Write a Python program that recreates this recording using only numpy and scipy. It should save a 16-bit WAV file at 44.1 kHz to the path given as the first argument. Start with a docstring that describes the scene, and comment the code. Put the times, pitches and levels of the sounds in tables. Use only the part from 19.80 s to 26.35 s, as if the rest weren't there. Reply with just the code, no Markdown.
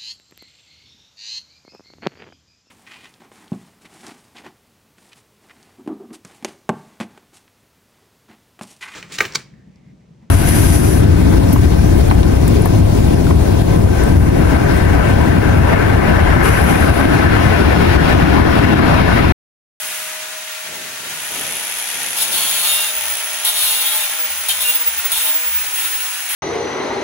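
"""An angle grinder runs free in a metal workshop: its motor hums, its fan rushes and whistles, its spindle bearing rattles.
Then the thin wheel is pressed, pass after pass, into a steel bracket in a vise; each pass rasps and drags the speed down.
Someone takes a few shuffling steps on the concrete near the microphone, and the shop adds a short echo.
Air, chips and shoes are shaped noise; hum, whistle and squeals are sine waves; metal parts are resonances.
One turning angle drives hum, whistle, bearing, cut and squeals, so their pitches sag together under load."""
import sys
import numpy as np
from scipy import signal
from scipy.fft import rfft, irfft, next_fast_len
from scipy.io import wavfile
from scipy.ndimage import uniform_filter1d, map_coordinates

SR = 44100
rng = np.random.default_rng(int(sys.argv[2]) if len(sys.argv) > 2 else 0)


def unload_wav(signal):
    """Save mono or channel-first audio to the path in sys.argv[1] as 16-bit WAV at rate SR, clipped to [-1, 1]."""
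    wavfile.write(
        sys.argv[1],
        SR,
        np.round(np.clip(np.atleast_2d(signal).T, -1, 1) * 32767).astype(np.int16),
    )


N = 288855  # length in samples


def amp(db):
    """Decibels become a plain multiplier."""
    return 10 ** (np.asarray(db) / 20)


def unit(x):
    """x scaled to an average strength (rms) of 1."""
    return x / np.sqrt(np.mean(x ** 2) + 1e-20)


def along(points, hz):
    """Reads a curve of (Hz, value) points on a log pitch axis."""
    f, v = np.transpose(points)
    return np.interp(np.log(hz + 1), np.log(f), v)


def curves(rows):
    """One value per sample for each column after the time."""
    s, *cols = np.transpose(rows)
    return [np.interp(np.arange(N) / SR, s, c) for c in cols]


def wobble(rate):
    """A smooth random curve with this many knots a second."""
    knots = rng.standard_normal(int(N * rate / SR) + 4)
    return map_coordinates(knots, [np.arange(N) * rate / SR])


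def lagged(x, lag_s):
    """Follows x sluggishly, with this time constant."""
    keep = np.exp(-1 / (lag_s * SR))
    return signal.lfilter([1 - keep], [1, -keep], x)


def filtered(x, response):
    """Multiplies the spectrum of x by a response that depends on pitch."""
    size = next_fast_len(N + SR // 4)
    hz = np.fft.rfftfreq(size, 1 / SR)
    return irfft(rfft(x, size) * response(hz), size)[..., :N]


def resonance(modes, hz):
    """Power gain of a set of resonances, each highest at its own pitch."""
    return sum(amp(db) ** 2 * (hz * width) ** 2 / ((centre ** 2 - hz ** 2) ** 2 + (hz * width) ** 2)
               for centre, width, db in modes)


# How swiftly each resonance swells and sinks, in knots a second.
SURGES_PER_S = 30


def ringing(force, modes, surge_db, focus_hz=None, span_hz=None):
    """A force rings a set of resonances; each swells and sinks alone, and those near any focus ring most."""
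    out = np.zeros_like(force)
    for k, (centre, width, db) in enumerate(modes):
        mode = filtered(force, lambda hz: 1j * hz * width / (centre ** 2 - hz ** 2 + 1j * hz * width))
        near = 1 if focus_hz is None else 1 / np.hypot(1, (centre - focus_hz) / span_hz)
        sign = (-1) ** k
        out += sign * near * amp(db + surge_db * wobble(SURGES_PER_S)) * mode
    return out


# Chosen stereo width for motor and cut; part of the treble is nearly mono.
# Each row: pitch in Hz, side minus middle in dB.
MOTOR_WIDTH = [(100, -28), (700, -7.5), (2000, -6), (3500, 0), (6500, -0.5), (8200, 4), (10500, -7),
               (14000, -98)]
CUT_WIDTH = [(200, -9), (1000, -23), (2300, -10), (3700, 2.5), (5300, 5), (6800, -8), (8400, 7.5),
             (10300, -7), (12000, -41), (15000, 5)]


def spread(pair, width):
    """Two unrelated signals become the middle and side of a stereo sound whose middle has rms 1."""
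    mid = pair[0]
    side = filtered(pair[1], lambda hz: amp(along(width, hz)))
    return np.array([mid + side, mid - side]) / np.std(mid)


RIM_FLICKER_DB = 3  # how deeply the harmonics of a rim flicker


def rim(turns, wear, size=256):
    """A spinning rim's roughness returns each turn, while wear makes each harmonic drift and flicker."""
    shape = (int(turns[-1]) + 2, size // 2 + 1)
    drift = np.cumsum(wear * rng.standard_normal(shape), axis=0)
    phase = rng.uniform(0, 2 * np.pi, shape[1]) + drift
    flicker = unit(uniform_filter1d(rng.standard_normal(shape), size=5, axis=0))
    strength = amp(RIM_FLICKER_DB * flicker)
    each_turn = irfft(strength * np.exp(1j * phase), size)
    return unit(map_coordinates(each_turn.ravel(), [turns * size]))


# The wheel is pressed into the steel, pass after pass.
# Each row: start in seconds, end in seconds, attack time in seconds, fade over the pass in dB,
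# drag on the fan pitch in Hz before the motor's lag, then four levels in dB before trims and easing:
# rasp, ring of the wheel, ring of the guard, growl of the bracket; last, the pitch in Hz near which the wheel rings most.
PASSES = [ (2.362, 2.441, 0.026, 4.5, 389.6, -23.5, -22.5, -25.5, -32, 3670),
          (2.514, 2.819, 0.011, 0, 219, -31, -27, -34.5, -35.5, 3280),
          (2.823, 3.074, .03, 7, 425.6, -26.5, -22.5, -29, -30, 3700),
          (3.648, 3.693, 0.002, -2.5, 605, -28, -25, -32, -46, 3563),
          (3.748, 3.981, 0.039, 4.5, 478, -26, -22, -28.5, -40, 3800),
          (3.982, 4.243, 0.035, 1, 583, -31.5, -27.5, -34, -35, 3550),
          (4.684, 4.716, 0.0025, 1.5, 877, -28.5, -24, -26, -46, 3593),
          (4.797, 4.952, .014, 3, 503.4, -30, -30, -33, -46, 3700),
          (5.317, 5.495, 0.002, 2, 691.6, -29.5, -26.5, -29, -48, 3454),
          (5.949, 6.079, 0.028, 7.5, 246, -29.5, -24.5, -30, -30, 2920),
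          (6.486, 6.554, 0.033, 9, 30.17, -23.5, -21, -29, -22, 2790), ]
BITE_DB, BITE_S = 14, 0.0053  # the first grit to land rasps harder
KICK_DB, KICK_S = 4, 0.02  # the landing kicks the wheel into a stronger ring
RELEASE_S, RING_LAG_S = .026, 0.0019  # the wheel lifts off; its ringing trails the contact
SKIM_DB, SKIM_S = -5.5, 0.11  # after a pass the rim still skims the cut for a moment


def pressing():
    """Each pass bites, changes strength and lifts; gives motor drag, rasp, wheel ring, guard ring and bracket growl."""
    t = np.arange(N) / SR
    drag, rasp, ring, guard, bracket = np.zeros((5, N))
    for start, end, attack_s, fade_db, drag_hz, rasp_db, ring_db, guard_db, bracket_db, _ in PASSES:
        age = np.maximum(t - start, 0)
        since = np.maximum(t - end, 0)
        landing = 1 - np.exp(-age / attack_s)
        contact = landing * np.exp(-since / RELEASE_S)
        skim = landing * amp(SKIM_DB) * np.exp(-since / SKIM_S)
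        touch = np.maximum(contact, skim)
        eased_db = fade_db * np.minimum(age / (end - start), 1)
        drag += contact * drag_hz
        rasp += touch * amp(rasp_db - eased_db + BITE_DB * np.exp(-age / BITE_S))
        ring += touch * amp(ring_db - eased_db + KICK_DB * np.exp(-age / KICK_S))
        guard += touch * amp(guard_db - eased_db)
        bracket += contact * amp(bracket_db - eased_db)
    return drag, rasp, lagged(ring, RING_LAG_S), guard, bracket


# Tone of the rasp. Each row: pitch in Hz, strength in dB per Hz before the whole is set to its level.
RASP = [(30, -57), (150, -13), (500, -16.5), (800, 3.5), (1500, -0.5), (2500, -5.5), (4000, -3),
        (4800, -10), (7600, 0), (9300, -7.5), (11500, 9), (13000, 4), (15500, 7)]
# Resonances of the gear head, bending modes of the thin wheel, resonances of the guard,
# and damped resonances of the clamped bracket. Each row: pitch in Hz, width in Hz, relative strength in dB.
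HEAD = [(10400, 710, 16.5)]
WHEEL = [(2790, 510, 1), (3154, 100, 4), (3325, 92, 1), (3536, 75, 5.5), (3663, 105, 2.5), (3940, 200, 2.5),
         (4230, 240, -3), (4394, 94, 4)]
GUARD = [(5310, 360, -4), (6810, 150, 8.5), (8380, 53, 3), (12140, 200, 2), (13040, 280, 0),
         (15200, 280, -2)]
BRACKET = [(1424, 210, -3.5), (1920, 570, 2.5)]
# The guard rings ever higher. Each row: time in seconds, pitch in Hz near which it rings most.
GUARD_FOCUS = [(2.8, 7100), (5.2, 12600)]
FOCUS_WIDTH_HZ, GUARD_FOCUS_WIDTH_HZ = 560, 4500  # span of the modes that ring most: wheel, guard
MODE_SURGE_DB = 1.6  # how deeply single modes swell and sink
RING_FRESH_DB = -3.5  # extra fresh chips in the ring of wheel and bracket
THUMP_DB = -33  # once-a-turn thump, relative to the wheel's ring before its trim


def cut(turns, rasp, ring, guard, bracket, rasp_trim_db=9.0, ring_trim_db=-2.5, fresh_db=-5.0,
        runout=0.23, chatter_db=1.5, shake_db=1.0, wear=0.202):
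    """Grit tears steel: a buzz that repeats with the wheel plus fresh chip hiss set wheel, guard and bracket ringing."""
    grit = np.array([rim(turns, wear), rim(turns, wear)])
    # the wheel is slightly out of round: once a turn it presses harder and thumps the bracket
    pressure = (1 + runout * np.cos(2 * np.pi * turns)) * amp(chatter_db * wobble(120))
    thump = amp(THUMP_DB) * ring * (np.sin(2 * np.pi * turns) + .5 * np.sin(4 * np.pi * turns))
    force = grit + amp(fresh_db) * pressure * rng.standard_normal((2, N))
    hiss = filtered(force, lambda hz: np.sqrt(amp(along(RASP, hz)) ** 2 + resonance(HEAD, hz)))
    # as the wheel slows, its harmonics slide through its own modes; the point of contact decides which ring most
    focus_hz, = curves([((start + end) / 2, hz) for start, end, *_, hz in PASSES])
    scrape = force + amp(RING_FRESH_DB) * rng.standard_normal((2, N))
    screech = ringing(scrape, WHEEL, MODE_SURGE_DB, focus_hz, FOCUS_WIDTH_HZ)
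    zing = ringing(force, GUARD, MODE_SURGE_DB, curves(GUARD_FOCUS)[0], GUARD_FOCUS_WIDTH_HZ)
    growl = ringing(scrape, BRACKET, MODE_SURGE_DB)
    rasp = rasp * amp(shake_db * wobble(45))  # the hands shake
    rasping = amp(rasp_trim_db) * rasp * spread(hiss, CUT_WIDTH)
    screeching = amp(ring_trim_db) * ring * spread(screech, CUT_WIDTH)
    zinging = guard * spread(zing, CUT_WIDTH)
    growling = bracket * spread(growl, MOTOR_WIDTH)
    return rasping + screeching + zinging + growling + thump


# A mode of the wheel or the bracket sings under pressure.
# Each row: start in seconds, end in seconds, pitch of the mode in Hz, level in dB before it fades and wavers.
SQUEALS = [ (2.535, 2.69, 3165, -35), (2.53, 2.92, 4390, -33.5), (2.56, 2.9, 1060, -40.5),
           (2.567, 2.7, 3335, -32), (2.567, 2.746, 6850, -28.5), (2.814, 3.06, 1222, -38),
           (2.84, 3.065, 2790, -30), (2.852, 3.04, 3140, -40), (2.89, 3.104, 3670, -28.5),
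           (3.651, 3.706, 3170, -28.5), (3.849, 4.02, 2790, -33), (4.02, 4.15, 3310, -32.5),
           (4.093, 4.205, 856, -35), (4.197, 4.24, 2760, -35), (4.688, 4.719, 3172, -21),
           (4.842, 4.908, 2785, -25), (4.86, 4.961, 3460, -34.5), ]
SQUEAL_RISE_CYCLES, SQUEAL_FALL_CYCLES = 22, 19  # low modes swell and die more slowly
SQUEAL_FADE_DB = 1.5  # a squeal weakens by this much over its length
SQUEAL_JITTER, SQUEAL_WAVER_DB = .027, 2.5  # jitter of the wheel's angle (radians), waver of the level


def squeals(turns, wheel_hz, port_lag_s=0.00005):
    """A mode locks to the nearest harmonic of the wheel and sings briefly, made unsteady by the grinding."""
    t, out = np.arange(N) / SR, np.zeros((2, N))
    for start, end, hz, db in SQUEALS:
        order = round(hz / np.interp((start + end) / 2, t, wheel_hz))
        rise = 1 - np.exp(-np.maximum(t - start, 0) * hz / SQUEAL_RISE_CYCLES)
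        fall = np.exp(-np.maximum(t - end, 0) * hz / SQUEAL_FALL_CYCLES)
        ports = np.array([[.5], [-.5]]) * hz * port_lag_s
        phase = 2 * np.pi * (order * turns + ports) + SQUEAL_JITTER * order * wobble(75)
        faded_db = SQUEAL_FADE_DB * np.clip((t - start) / (end - start), 0, 1)
        out += rise * fall * amp(db - faded_db + SQUEAL_WAVER_DB * wobble(60)) * np.sin(phase)
    return np.sqrt(2) * out


# How the tool is turned. Each row: time in seconds, direction from 0 (exhaust slots toward the microphone)
# to 1 (gear head toward it).
FACING = [(0, 0.087), (1.3, 0.18), (1.6, 0.87), (2.3, 1), (3.3, 1), (5.7, 0.35), (6.2, 0.33)]
# the worker's back hides the tool for a while: start, end, time scale of each transition (seconds)
HIDDEN_FROM_S, HIDDEN_TO_S, HIDING_S = 0.3, 1.34, 0.14


def radiated(level):
    """The dB of one machine part as the tool is turned and as the worker's back hides it."""
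    exhaust_db, head_db, hidden_db = level
    t = np.arange(N) / SR
    hiding = np.tanh((t - HIDDEN_FROM_S) / HIDING_S)
    showing = np.tanh((t - HIDDEN_TO_S) / HIDING_S)
    hidden = (hiding - showing) / 2
    return exhaust_db + head_db * curves(FACING)[0] + hidden_db * hidden


# Hum of the motor. Each row: time in seconds, level in dB before a small waver.
HUM = [(0.0, -44), (1.05, -45), (1.28, -56.5), (1.6, -46.5), (2.38, -58), (2.48, -43), (2.68, -41),
       (3.3, -44.5), (4.2, -45.5), (4.6, -50), (4.9, -46), (5.05, -56), (5.38, -56), (5.5, -41), (5.6, -52),
       (6.55, -59)]
# Whistle of the fan before boost and waver: dB from the exhaust side, change toward the gear head in dB,
# change when hidden in dB.
WHISTLE_LEVEL = (-36, -7, -1)
# a chosen level rule: the whistle is set louder while the speed sags, by at most this boost; the sag sets how soon
WHISTLE_BOOST_DB, WHISTLE_SAG_HZ = 18, 80
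FAN_BLADES = 25


def rotor(turns, sag_hz, hum_waver_db=1.5, waver_db=4.0, jitter=0.45, port_phase=2.14):
    """Imbalance hums once a turn; the fan blades whistle and reach the two ports out of step."""
    hum = amp(curves(HUM)[0] + hum_waver_db * wobble(16)) * np.sin(2 * np.pi * turns)
    boost_db = WHISTLE_BOOST_DB * (1 - np.exp(-sag_hz / WHISTLE_SAG_HZ))
    whistle_db = radiated(WHISTLE_LEVEL) + boost_db
    blades = 2 * np.pi * FAN_BLADES * turns + jitter * wobble(60)
    ports = np.array([[-.5], [.5]]) * port_phase
    whistle = amp(whistle_db + waver_db * wobble(50)) * np.sin(blades + ports)
    return np.sqrt(2) * (hum + whistle)


# Tone of the rushing air. Each row: pitch in Hz, strength in dB per Hz before the whole is set to its level.
AIR = [(25, -66), (60, -27.5), (200, -27.5), (400, -23), (600, -20.5), (720, -14.5), (850, -10),
       (1100, -11), (1450, -7.5), (2000, -7.5), (2600, -8), (3500, -10), (4700, -14), (6500, -12),
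       (15000, -33)]
# Rush before trim and flutter: dB from the exhaust side, change toward the gear head in dB, change when hidden in dB.
AIR_LEVEL = (-32, 1, -1.35)


def air(turns, air_db, trim_db=1.08, flutter_db=0.73, repeat_db=-13.5, bounce=0.34, bounce_s=.004, sway_s=0.000312):
    """Air rushes through the vents, partly in step with the rotor; its bounce off the bench shifts as the tool moves."""
    in_step = np.array([rim(turns, 0.233, size=128), rim(turns, 0.22, size=128)])
    flow = rng.standard_normal((2, N)) + amp(repeat_db) * in_step
    late = np.clip(np.arange(N) - SR * (bounce_s + sway_s * wobble(2)), 0, N - 1)
    flow = flow + bounce * np.array([map_coordinates(side, [late]) for side in flow])
    rush = filtered(flow, lambda hz: amp(along(AIR, hz)))
    return amp(air_db + trim_db + flutter_db * wobble(35)) * spread(rush, MOTOR_WIDTH)


# Tone of the exhaust jet. Each row: pitch in Hz, strength in dB per Hz before the whole is set to its level.
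VENT = [(3000, -23.5), (6500, -5), (8000, -4), (9500, 2), (11500, 0), (15000, -6)]
# Hiss: dB from the exhaust side, change toward the gear head in dB, change when hidden in dB.
HISS_LEVEL = (-29, -8, -8.5)


def vent(hiss_db):
    """The jet from the exhaust slots hisses, loudest when it points at the microphone."""
    jet = filtered(rng.standard_normal((2, N)), lambda hz: amp(along(VENT, hz)))
    return amp(hiss_db) * spread(jet, MOTOR_WIDTH)


# Tone of the gear case. Each row: pitch in Hz, strength in dB per Hz before the whole is set to its level.
GEARCASE = [(100, -44.5), (850, -6.5), (1300, -25.5), (2400, -5.5), (2900, -8), (3420, -4.5), (3750, -12.5),
            (4600, -19.5), (6500, -8), (7900, -20.5), (9300, -8), (10500, 3.5), (11100, -2.5), (12000, -8),
            (14500, -20)]
# Rattle before trim: dB from the exhaust side, change toward the gear head in dB, change when hidden in dB.
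RATTLE_LEVEL = (-34, 9.36, -8)
CAGE_RATIO = .39  # turns of the ball cage per spindle turn


def bearing(turns, rattle_db, trim_db=-1.0, chatter_db=-8.0, scatter_db=3.5, ring_s=0.0016, slip=.28, steady=0.49):
    """The bearing knocks once per ball-cage turn and chatters lightly with the spindle; the gear case rings."""
    knocks = np.zeros(N)
    for cycles, db in ((CAGE_RATIO * turns, 0), (turns, chatter_db), (2 * turns, 2 * chatter_db)):
        each = np.arange(int(cycles[-1]))
        chance = rng.uniform(-1, 1, (len(each), 2))
        at = np.interp(each + slip * chance[:, 0], cycles, np.arange(N)).astype(int)
        knocks += np.bincount(at, amp(db + scatter_db * chance[:, 1]), N)
    rings = signal.lfilter([1], [1, -np.exp(-1 / (ring_s * SR))], knocks)
    rough = (steady + unit(rings)) * rng.standard_normal((2, N))
    rattle = filtered(rough, lambda hz: amp(along(GEARCASE, hz)))
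    return amp(rattle_db + trim_db) * spread(rattle, MOTOR_WIDTH)


# Resonances of the motor housing. Each row: pitch in Hz, width in Hz, relative strength in dB.
HOUSING = [(1452, 59, -1.5), (1680, 47, 1), (1865, 110, -1.5), (2220, 140, -4), (2468, 130, -1.5),
           (2810, 150, -2)]
# Housing: dB from the exhaust side, change toward the gear head in dB, change when hidden in dB.
HOUSING_LEVEL = (-36.5, -1.4, -6)
HOUSING_SURGE_DB = 2.4  # how deeply its resonances swell and sink


def housing(housing_db):
    """Turbulent air sets the hollow motor housing ringing in wavering resonances."""
    turbulence = rng.standard_normal((2, N))
    hollow = ringing(turbulence, HOUSING, HOUSING_SURGE_DB)
    return amp(housing_db) * spread(hollow, MOTOR_WIDTH)


# Steps, shuffles and faint low rumble (the row near 3 s).
# Each row: start in seconds, level in dB before rise and fall, length in seconds.
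STEPS = [(0, -50, 1), (0.837, -38.5, 0.53), (1.19, -43.5, 0.68), (1.5, -34.5, 0.42), (2.122, -40.5, 0.59),
         (2.455, -39, 0.48), (2.996, -60, 1), (4.674, -57, 0.18)]
# Tone of a sole on concrete. Each row: pitch in Hz, strength in dB per Hz before the whole is set to its level.
SCUFF = [(25, -24), (80, -6.5), (200, -1), (330, -2.5), (550, -2), (1000, -13), (3000, -60)]


def steps(rise_s=0.046, fall_db=17.5):
    """Soles land and drag with a dull scuff, and a faint rumble joins: low noise that swells, then falls."""
    level = np.zeros(N)
    for s, db, length in STEPS:
        age = np.maximum(np.arange(N) / SR - s, 0)
        level += amp(db - fall_db * age / length) * (1 - np.exp(-age / rise_s))
    scuff = filtered(rng.standard_normal((2, N)), lambda hz: amp(along(SCUFF, hz)))
    return level * spread(scuff, [(100, -17), (500, -2.5)])  # (Hz, side minus middle dB)


# Echo of the shop. 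Each row: pitch in Hz, seconds until it has died by 60 dB.
SHOP = [(200, 0.23), (2000, 0.75), (8000, 0.18), (15000, 0.033)]


def shop(x):
    """The sheet-metal walls answer with a tail of decaying noise, the high treble dying first."""
    hz, t, z = signal.stft(rng.standard_normal((2, SR // 2)), SR, nperseg=256)
    decay_db = -60 * t / along(SHOP, hz)[:, None]
    tail = signal.istft(z * amp(decay_db), SR, nperseg=256)[1]
    return signal.fftconvolve(x, tail / np.linalg.norm(tail[0]), axes=1)[:, :N]


FREE_HZ = 15738  # blade-passing pitch of the fan when the wheel runs free
INERTIA_S = .33  # time the motor takes to follow a change of load
GEAR_RATIO = 32 / 9  # motor turns per wheel turn


def scene(room_db=-15.5):
    """One motor drives the fan and, through bevel gears, the wheel; it sags under each pass and recovers."""
    drag_hz, rasp, ring, guard, bracket = pressing()
    sag_hz = lagged(drag_hz, INERTIA_S)
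    motor_hz = (FREE_HZ - sag_hz) / FAN_BLADES
    motor_turns = np.cumsum(motor_hz) / SR
    wheel_hz, wheel_turns = motor_hz / GEAR_RATIO, motor_turns / GEAR_RATIO
    cutting = cut(wheel_turns, rasp, ring, guard, bracket) + squeals(wheel_turns, wheel_hz)
    machine = (rotor(motor_turns, sag_hz) + air(motor_turns, radiated(AIR_LEVEL)) + vent(radiated(HISS_LEVEL))
               + bearing(wheel_turns, radiated(RATTLE_LEVEL)) + housing(radiated(HOUSING_LEVEL)))
    grinder = cutting + machine
    return grinder + amp(room_db) * shop(grinder) + steps()


TOP_HZ = 15850  # upper limit of the sound


def record(dry):
    """The left port is a little more sensitive in the low treble; nothing sounds above the upper limit."""
    lean = [(100, 0.5), (600, 2.0), (2000, -1.5), (4400, 4.5), (8000, 2.0), (12000, -0.5)]  # (Hz, left minus right dB)
    halves = np.array([[.5], [-.5]])
    return filtered(dry, lambda hz: amp(halves * along(lean, hz)) * (hz < TOP_HZ))


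dry = scene()
out = record(dry)
unload_wav(out)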